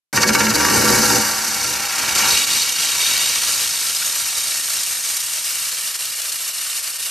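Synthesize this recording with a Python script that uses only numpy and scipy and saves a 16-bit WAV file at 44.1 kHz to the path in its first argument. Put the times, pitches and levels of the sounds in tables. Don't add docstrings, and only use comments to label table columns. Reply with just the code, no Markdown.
import sys
import numpy as np
from scipy import signal
from scipy.fft import rfft, irfft, next_fast_len
from scipy.io import wavfile
from scipy.ndimage import uniform_filter1d

SR = 44100
rng = np.random.default_rng(int(sys.argv[2]) if len(sys.argv) > 2 else 0)


def store_wav(level_fs):
    pcm = np.round(np.clip(np.atleast_2d(level_fs), -1, 1) * 32767)
    wavfile.write(sys.argv[1], SR, pcm.T.astype(np.int16))


N = 313110
TIME = np.arange(N) / SR

# time in seconds, turns per second.
SHAFT_SPEED = [(.2, 17.2), (.32, 16.5), (.38, 18.3), (.43, 18.8), (.48, 20.5), (.53, 20), (.66, 20),
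               (.72, 28), (1.15, 30), (1.35, 31), (3.3, 31), (4, 31.1)]
# time in seconds, share of its sound made in the main pipe (0 to 1),
# how far away it is (0 to 1).
HEAD_PATH = [(0, 0.04, 0.05), (1.2, 0.05, 0.2), (2.12, 0.64, 0.1), (2.17, 0.63, 0), (2.26, 0.46, 0),
             (2.34, 0.93, 0.02), (3.3, 0.98, 0.13), (4.0, 0.94, 0.57), (5.0, 0.94, 0.68), (5.6, 1, 0.79),
             (7.1, 1, 0.94)]
# time in seconds, level in dB.
WALL_PRESSURE = [(.13, -1), (.23, 0), (.58, 0), (.78, 2.5), (1.14, 1.5), (1.18, 0), (1.36, -4), (1.9, -7.5),
                 (2.148, -4.5), (2.152, -0.5), (2.24, -1.5), (2.31, 1.5), (2.4, -1.5), (2.45, -2),
                 (2.8, -2.5), (2.95, -3), (3.02, -0.6), (3.35, -2.4), (3.6, -3), (3.7, -4), (4.1, -3),
                 (4.45, -3.5), (4.9, -3), (5.0, -3.5), (5.3, -3.5), (5.5, -3), (5.8, -2), (5.98, -4),
                 (6.45, -3), (7.1, -3)]
# time in seconds, rise in dB (below 0, a dip), length in seconds.
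DIG_INS = [(.9, 0, 0.036), (2.985, 0, 0.013), (3.705, 0.7, 0.037), (3.962, -1, .025), (4.075, 2, .05),
           (4.21, 0.7, .06), (4.9, 1, 0.052), (5.11, 0.7, .06), (5.333, 1, 0.011), (5.365, -2, 0.011),
           (5.49, 1.3, .08), (5.705, -0.5, 0.018), (6.005, 1.5, 0.028), (6.492, 3.2, 0.027),
           (6.782, 2, 0.037), (6.9, 1, .02), (7.06, 1.5, .05)]
# time in seconds, drop in dB, length in seconds.
WALL_SKIPS = [(2.142, 5.5, 0.015), (2.463, 6, 0.015), (2.73, 4, 0.093), (3.67, 0, .025), (3.915, 0, 0.027),
              (4.986, 1.5, 0.078), (5.186, 3, 0.014), (5.42, 3, 0.057), (5.927, 2, 0.03),
              (5.975, 4.5, 0.024), (6.113, 2, 0.015), (6.21, 3, .008), (6.312, 5, 0.015), (6.4, 1.3, 0.13),
              (6.523, 3, 0.025), (6.817, 5, 0.024), (6.92, 1.5, .02), (6.978, 7, 0.015)]
# time in seconds, base level in dB.
THUD_LEVEL = [(.735, -25.3), (.755, -22.5), (1.12, -27), (1.2, -25.5), (1.222, -35), (1.52, -36.5),
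              (1.66, -33), (1.96, -41.5), (2.0, -35.5), (2.13, -35.5), (2.19, -37), (2.3, -37.5),
              (2.7, -43.5), (3.55, -44.5), (3.75, -47.5), (5.9, -52)]
# time in seconds, extra clank in dB.
LINK_FLAIL = [(.13, 11.5), (0.95, 12), (1.25, 12), (1.6, 11), (1.7, 7.5), (1.79, 12.5), (2.14, 13),
              (2.16, 10.5), (2.245, 14.5), (2.31, 7.5), (2.41, 6.5), (3.6, 6), (7, 7)]
# time in seconds, pressure swing in dB, the side it leans to in turns.
WOBBLE = [(.17, 7.5, 0.024), (.3, 9, 0), (.43, 4, 0), (.54, 9, 0), (.62, 0.5, 0.098), (.8, 1.5, -0.33),
          (1.3, 2, -0.25), (1.9, 3.5, 0.004), (2.4, 0.4, -.12), (2.7, 2, .15), (3.3, -0.3, 0.23),
          (4.7, -2.5, 0.3), (5.2, 1.7, .1), (5.8, 1.1, 0.34), (6.7, 2, 0.42)]
# pitch in Hz, pitch spread in Hz,
# head start in turns, then four levels in dB relative to the rasp, one for each place below.
RATTLE_NOTES = [(2258, 28, 0.13, -9, -21.5, -16, -21), (2837, 38, 0.0094, -8, -9, -17, -8),
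                (3760, 42, 0.425, -12, -7.5, -12, -26), (4450, 32, 0.38, -3.5, -10, -18, -10),
                (4725, 29.5, .17, -16, -10, -15, -22), (5320, 85, .45, -7, -17, -10.5, -14),
                (5900, 170, 0.43, -21, -15, -16, -26), (6660, 70, .45, -29, -16, -5, -30),
                (8680, 170, .44, -16, -7, -3, -18)]
RATTLE_PLACES = [.55, 1.1, 1.63, 1.83]
# start in seconds, relative level in dB, fade time in seconds.
CHAIN_SLAPS = [(.174, -1, 0.0072), (.233, -1.5, 0.0069), (.292, -2, 0.003), (.35, -1.5, 0.0065),
               (.403, -6, 0.015), (.467, -4, 0.006), (.513, -8, 0.0046), (.606, -5.5, 0.0061),
               (.647, -8, 0.015), (.684, -7, .006), (4.021, -21, 0.0083)]
# start in seconds, relative level in dB, fade time in seconds.
LUMP_CATCHES = [(1.1494, 0, 0.0036), (1.479, -7, 0.0065), (1.5435, -8, 0.0097), (2.151, -6, 0.011),
                (2.516, -12, 0.0088), (2.618, -4, 0.011), (2.723, -3, 0.007), (3.5212, -5.5, 0.018),
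                (3.9484, -7, 0.011), (4.833, -6, 0.007), (5.1667, -4.5, 0.0082), (5.4435, -8, 0.0088),
                (6.0536, -7, 0.0072), (6.2165, -7, 0.0071), (6.3231, -5, 0.0051), (6.4757, -13, 0.02),
                (6.752, -12, 0.038), (7.025, -11, 0.026)]
# time in seconds, pitch in Hz, peak level in dB.
LINK_PINGS = [(2.158, 4440, -20), (2.239, 2810, -22), (2.259, 3780, -19), (2.309, 3840, -16),
              (2.324, 4450, -19), (2.347, 3830, -16), (2.373, 2825, -19), (2.378, 3900, -23),
              (2.419, 3780, -17), (2.507, 3780, -19), (2.519, 4500, -23), (2.581, 4440, -26),
              (2.589, 3770, -21), (2.605, 3770, -22), (2.62, 4475, -16), (2.763, 4475, -20),
              (2.86, 3800, -21), (2.892, 4470, -19), (2.915, 2800, -21), (2.921, 3780, -23),
              (3.007, 3760, -19), (3.039, 3700, -17), (3.068, 3790, -17), (3.077, 2815, -23),
              (3.132, 3800, -23), (3.165, 3815, -21), (3.214, 3700, -20), (3.224, 2830, -24),
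              (3.441, 4500, -23), (3.541, 4455, -20), (3.701, 3725, -28), (3.71, 5120, -19),
              (3.852, 5120, -25), (3.956, 3730, -27), (3.966, 5025, -18), (3.998, 3790, -33),
              (4.025, 1460, -30), (4.354, 3700, -28), (4.434, 3770, -25), (4.612, 3740, -28),
              (4.785, 3840, -26.5), (4.931, 3750, -30)]
LAYER_EDGES_HZ = [20, 600, 2500, 7000, 14000]
# frequency in Hz, relative level in dB.
BRANCH_TONE = [(25, -32), (45, -27), (60, -7.5), (130, -5.5), (350, -4), (650, -9), (1600, -4.5),
               (2600, -2.5), (3300, -3.5), (4800, 4.5), (6600, -0.5), (8600, -3), (9500, -10),
               (10800, -3.5), (13000, -5)]
MAIN_TONE = [(25, -43), (60, -11.5), (120, -17.5), (420, -19.5), (750, -15.5), (1300, -11), (2000, -5.5),
             (3300, 3.5), (5000, 2.5), (7700, 1.5), (8600, 2), (9900, -6.5), (11500, -1), (13000, -3.5)]
DEEP_TONE = [(25, -48), (60, -12), (110, -7), (400, -20.5), (750, -16), (1300, -7), (2000, -3.5),
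             (3500, -1), (5000, -0.5), (7300, -4), (8600, -1.5), (10200, -7.5), (11800, -2.5),
             (13000, -7.5)]
# pitch in Hz, width in Hz, height in dB above the broad tone (below 0, a dip).
BRANCH_NOTES = [(119, 17, 11), (215, 10, 17), (297, 12, 14.5), (375, 8, 14.2), (488, 8, 18.8), (566, 5, 15),
                (631, 21, 7), (785, 7, 21.5), (828, 6, 19), (904, 8, 22.5), (932, 8, 20), (964, 12, 19.5),
                (1090, 44, 7.0), (1158, 12, 19.5), (1362, 10, 15), (1381, 14, 20.8), (1415, 16, 13),
                (1496, 44, 10), (1551, 18, 17.5), (1652, 17, 18), (1720, 30, 9), (1832, 16, 14),
                (1859, 14, 13), (1910, 20, 10.5), (2242, 24, 16), (2320, 30, 7), (2835, 90, 8.5),
                (3060, 50, 4), (3280, 300, -18), (3540, 160, -10), (3722, 72, 3), (3900, 100, -5),
                (4300, 130, -9), (4498, 60, 5.5), (4770, 43, 4.5), (5176, 302, 3.7), (6060, 140, 10.5),
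                (6670, 239, 5.6), (8280, 130, 4), (12000, 260, 3)]
MAIN_NOTES = [(221, 26, 0), (257, 11, 5), (482, 4.4, 9.5), (959, 27, 10), (1140, 10, 9.5), (1367, 15, 10),
              (1570, 22, 5), (1922, 14, 9.5), (2264, 48, 9), (2750, 230, 3), (3530, 130, -6),
              (2050, 180, -6), (3185, 34, 6.5), (3200, 140, -4), (4170, 150, 3.5), (4900, 510, 2),
              (5830, 360, 6), (6680, 210, 4)]
DEEP_NOTES = [(371, 29, 13.5), (496, 9.2, 21.5), (630, 68, 11), (1190, 34, 6), (1346, 46, 5),
              (1830, 20, 8.5), (1970, 180, -1.5), (2860, 110, 1.5), (3280, 110, -8.5), (3520, 89, -6),
              (4160, 230, 1), (4590, 96, 1), (5310, 130, 6.5), (9500, 570, 4.5)]
# frequency in Hz, level of side against mid in dB.
STEREO_WIDTH = [(60, -17), (130, -11.5), (250, -16), (380, -10), (500, 0.5), (620, -0.5), (750, -1.5),
                (920, -10.5), (1080, -6), (1300, -18), (1600, -61), (1950, -74), (2400, -30.5), (3200, -21),
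                (3700, -60), (4400, -88), (5400, -20), (6300, -7.5), (8000, -10), (9500, -6), (13000, -4.5)]
# frequency in Hz, head start in radians.
LEFT_HEAD_START = [(4800, 0), (6000, 0.049), (8600, 0.72), (12000, 0.9)]

START_S = .128
RUNNING = TIME > START_S
CLANK_DB, RASP_DB, GRIT_DB = -32.5, -21.5, -23
THUD_LOSS_DB, CLANK_LOSS_DB, RASP_LOSS_DB, GRIT_LOSS_DB = 3, 11.5, 8, 3
HISS_DB, CUTOFF_HZ = -89, 13100


def from_db(db):
    return 10 ** (np.asarray(db) / 20)


def rms_one(x):
    return x / np.sqrt(np.mean(x ** 2) + 1e-20)


def in_time(rows):
    times, *columns = np.transpose(rows)
    return [np.interp(TIME, times, column) for column in columns]


def at_hz(rows, hz):
    row_hz, values = np.transpose(rows)
    return np.interp(np.log(hz), np.log(row_hz), values)


def drift(rate_hz):
    step, warm_up = 40, 2000
    keep = np.exp(-2 * np.pi * rate_hz * step / SR)
    noise = rng.standard_normal(N // step + warm_up + 2)
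    slow = signal.lfilter([1], [1, -2 * keep, keep * keep], noise)[warm_up:]
    return np.interp(np.arange(N) / step, np.arange(len(slow)), rms_one(slow))


def fade(x, decay_s):
    keep = np.exp(-1 / (decay_s * SR))
    return signal.lfilter([1 - keep], [1, -keep], x + 1e-18)


def bumps_db(events):
    return sum(db * np.exp(-np.minimum((2 * (TIME - centre_s) / length_s) ** 2, 20))
               for centre_s, db, length_s in events)


def bursts(events, gain_db):
    loudness = np.zeros(N)
    for start_s, db, decay_s in events:
        dying = np.exp(-np.clip((TIME - start_s) / decay_s, 0, 20))
        loudness += (TIME >= start_s) * from_db(db + gain_db) * dying
    return loudness * rng.standard_normal((2, N))


def shaft_turns(zero_s=.168):
    total = np.cumsum(in_time(SHAFT_SPEED)[0]) / SR
    return total - total[int(zero_s * SR)]


def chain_slack():
    speed, = in_time(SHAFT_SPEED)
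    return (speed.max() - speed) / (speed.max() - speed.min())


def layer_levels(far, wander_db=.66, slack_loss_db=2.5):
    push_db = in_time(WALL_PRESSURE)[0] + wander_db * drift(11) + bumps_db(DIG_INS) - bumps_db(WALL_SKIPS)
    slack_db = slack_loss_db * chain_slack()
    return (in_time(THUD_LEVEL)[0] + push_db - THUD_LOSS_DB * far,
            CLANK_DB + push_db - CLANK_LOSS_DB * far + in_time(LINK_FLAIL)[0],
            RASP_DB + push_db - RASP_LOSS_DB * far,
            GRIT_DB + .98 * push_db - GRIT_LOSS_DB * far - slack_db)


def link_strikes(per_s, spread_db):
    hits = rng.random(N) < per_s / SR
    energy = hits * from_db(spread_db * np.clip(rng.standard_normal(N), -2, 2)) ** 2
    return energy / energy.mean()


def crumble(strikes, decay_s, steady, grain_db=2.5):
    power = steady + (1 - steady) * fade(strikes, decay_s)
    power = power / uniform_filter1d(power, size=3000)
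    grain_sizes = from_db(grain_db * rng.standard_normal(N))
    return np.sqrt(power) * rms_one(grain_sizes * rng.standard_normal((2, N)))


def shaft_hum(overtones=20):
    angle = 2 * np.pi * shaft_turns()
    phases = rng.uniform(0, 2 * np.pi, overtones)
    hum = sum(np.sin(k * angle + phase + .5 * drift(4.3)) for k, phase in enumerate(phases, 2))
    return hum * np.sqrt(2 * in_time(SHAFT_SPEED)[0] / (SR / 2))


def low_thud(strikes, inside, most_hum=.37):
    hum_share = most_hum * (1 - chain_slack()) * (1 - inside) * [[1], [0]]
    rumble = crumble(strikes, decay_s=.0022, steady=.45, grain_db=3)
    return np.sqrt(1 - hum_share) * rumble + np.sqrt(hum_share) * shaft_hum()


def pressure_swing(lag_s, depth, two_chains_db=.45, lead_turns=.2):
    wobble_db, lean = in_time(WOBBLE)
    inside, _ = in_time(HEAD_PATH)
    turned = np.interp(TIME - lag_s, TIME, shaft_turns())
    once_db = wobble_db * np.cos(2 * np.pi * (turned + lean))
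    twice_db = inside * two_chains_db * np.cos(4 * np.pi * (turned + lead_turns))
    wobble_power = np.i0(depth * wobble_db * np.log(10) / 10)
    return from_db(depth * (once_db + twice_db)) / np.sqrt(wobble_power)


def wall_echoes(sound, strength, delay_s, spread, count=3):
    turn = np.floor(shaft_turns()).astype(int)
    turn = turn - turn[0]
    out = sound
    for k in range(count):
        stretch = np.exp(spread * rng.standard_normal(turn[-1] + 1))
        lags = (delay_s * (k + 1) * SR * stretch).astype(int)
        echo = sound[:, np.maximum(np.arange(N) - lags[turn], 0)]
        out = out + strength * (-1) ** k * echo
    return out / np.sqrt(1 + count * strength ** 2)


def grinding(inside, thud_db, clank_db, rasp_db, grit_db):
    strikes = link_strikes(per_s=420, spread_db=2.5)
    thud = from_db(thud_db) * low_thud(strikes, inside)
    clank = from_db(clank_db) * crumble(strikes, decay_s=.0035, steady=.44)
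    clank *= pressure_swing(lag_s=.012, depth=.41)
    rasp = from_db(rasp_db) * crumble(strikes, decay_s=.00065, steady=.7)
    rasp *= pressure_swing(lag_s=.00026, depth=.75)
    rasp = wall_echoes(rasp, strength=.26, delay_s=.0011, spread=.25)
    grit = from_db(grit_db) * crumble(strikes, decay_s=.0079, steady=.56)
    grit *= pressure_swing(lag_s=.00029, depth=.44)
    grit = wall_echoes(grit, strength=.24, delay_s=.0009, spread=.2)
    return RUNNING * np.array([thud, clank, rasp, grit])


def tap_response(gain):
    cepstrum = irfft(np.log(gain + 1e-7))
    half = len(cepstrum) // 2
    cepstrum[1:half] *= 2
    cepstrum[half + 1:] = 0
    return irfft(np.exp(rfft(cepstrum)))[:half]


def pipe_ringing(shaking, tone, notes, low_hz, high_hz):
    hz = np.maximum(np.fft.rfftfreq(16384, 1 / SR), 1)
    peaks = sum((from_db(db) ** 2 - 1) / (1 + (2 * (hz - pitch) / width) ** 2)
                for pitch, width, db in notes)
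    band = 1 / np.sqrt((1 + (low_hz / hz) ** 12) * (1 + (hz / high_hz) ** 12))
    mid_gain = rms_one(from_db(at_hz(tone, hz)) * np.sqrt(np.maximum(1 + peaks, .035)) * band)
    side_gain = mid_gain * from_db(at_hz(STEREO_WIDTH, hz))
    rings = np.array([tap_response(mid_gain), tap_response(side_gain)])
    return signal.oaconvolve(shaking, rings, axes=1)[:, :N]


def branch_drone(thud_db, pitch_hz=215, gain_db=-8.5, waver_hz=2.24, waver_db=7.5):
    phase = 2 * np.pi * np.cumsum(pitch_hz + waver_hz * drift(5.8)) / SR
    loudness = from_db(thud_db + gain_db + waver_db * drift(6.3))
    return fade(RUNNING, decay_s=.027) * loudness * np.sin(phase)


def ringing_rattle(rasp_db, place, spread_db=3.6, second_chain_db=-1, stray_turns=.06):
    out, turned = 0, shaft_turns()
    for hz, spread_hz, lead, *places_db in RATTLE_NOTES:
        chain_turns = turned - turned[0] + lead + stray_turns * drift(12)
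        sweep, progress = np.divmod(2 * chain_turns, 1)
        force, detune, phase = rng.standard_normal((512, 3))[sweep.astype(int)].T
        level_db = rasp_db + np.interp(place, RATTLE_PLACES, places_db)
        level_db += spread_db * np.clip(force, -2, 1.3) + second_chain_db * (sweep % 2)
        swell = np.sin(np.pi * np.sqrt(progress)) ** 3
        cycles = np.cumsum(hz + spread_hz * detune) / SR + phase
        out = out + 2.21 * from_db(level_db) * swell * np.sin(2 * np.pi * cycles)
    return RUNNING * out


def chain_slaps(low_hz=1150):
    bass_cut = signal.butter(3, low_hz, "high", fs=SR, output="sos")
    return signal.sosfilt(bass_cut, bursts(CHAIN_SLAPS, gain_db=-5.5))


def lump_catches():
    return bursts(LUMP_CATCHES, gain_db=-22)


def link_pings(rise_s=.0032, fall_s=.0073):
    out = np.zeros(N)
    for peak_s, hz, db in LINK_PINGS:
        near = slice(*np.searchsorted(TIME, [peak_s - .04, peak_s + .04]))
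        age = TIME[near] - peak_s
        swell = np.exp(-(age / np.where(age < 0, rise_s, fall_s)) ** 2)
        out[near] += from_db(db) * swell * np.sin(2 * np.pi * (hz * age + rng.random()))
    return out


def left_and_right(mid, side):
    size = next_fast_len(N)
    lag = at_hz(LEFT_HEAD_START, np.maximum(np.fft.rfftfreq(size, 1 / SR), 1))
    right = irfft(rfft(mid - side, size) * np.exp(-1j * lag), size)[:N]
    return np.array([mid + side, right])


def scene():
    inside, far = in_time(HEAD_PATH)
    thud_db, clank_db, rasp_db, grit_db = layer_levels(far)
    thud, clank, rasp, grit = grinding(inside, thud_db, clank_db, rasp_db, grit_db)
    slaps, lumps = chain_slaps(), lump_catches()
    layers = [thud,
              clank + slaps + from_db(-16) * lumps,
              rasp + from_db(-15) * slaps + lumps,
              grit + from_db(4) * lumps]
    places = [(1 - inside, BRANCH_TONE, BRANCH_NOTES),
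              (inside * (1 - far), MAIN_TONE, MAIN_NOTES),
              (inside * far, DEEP_TONE, DEEP_NOTES)]
    mid, side = sum(pipe_ringing(layer * np.sqrt(share), tone, notes, low_hz, high_hz)
                    for layer, low_hz, high_hz in zip(layers, LAYER_EDGES_HZ, LAYER_EDGES_HZ[1:])
                    for share, tone, notes in places)
    mid += np.sqrt(inside) * ringing_rattle(rasp_db, place=inside * (1 + far))
    mid += link_pings()
    mid += (1 - inside) * branch_drone(thud_db)
    hiss = from_db(HISS_DB) * rng.standard_normal((2, N))
    return left_and_right(mid, side) + hiss


def record(dry, ceiling=.78):
    rounded = dry / (1 + (np.abs(dry) / ceiling) ** 6) ** (1 / 6)
    treble_cut = signal.ellip(12, .1, 90, CUTOFF_HZ, fs=SR, output="sos")
    return signal.sosfilt(treble_cut, rounded)


dry = scene()
out = record(dry)
store_wav(out)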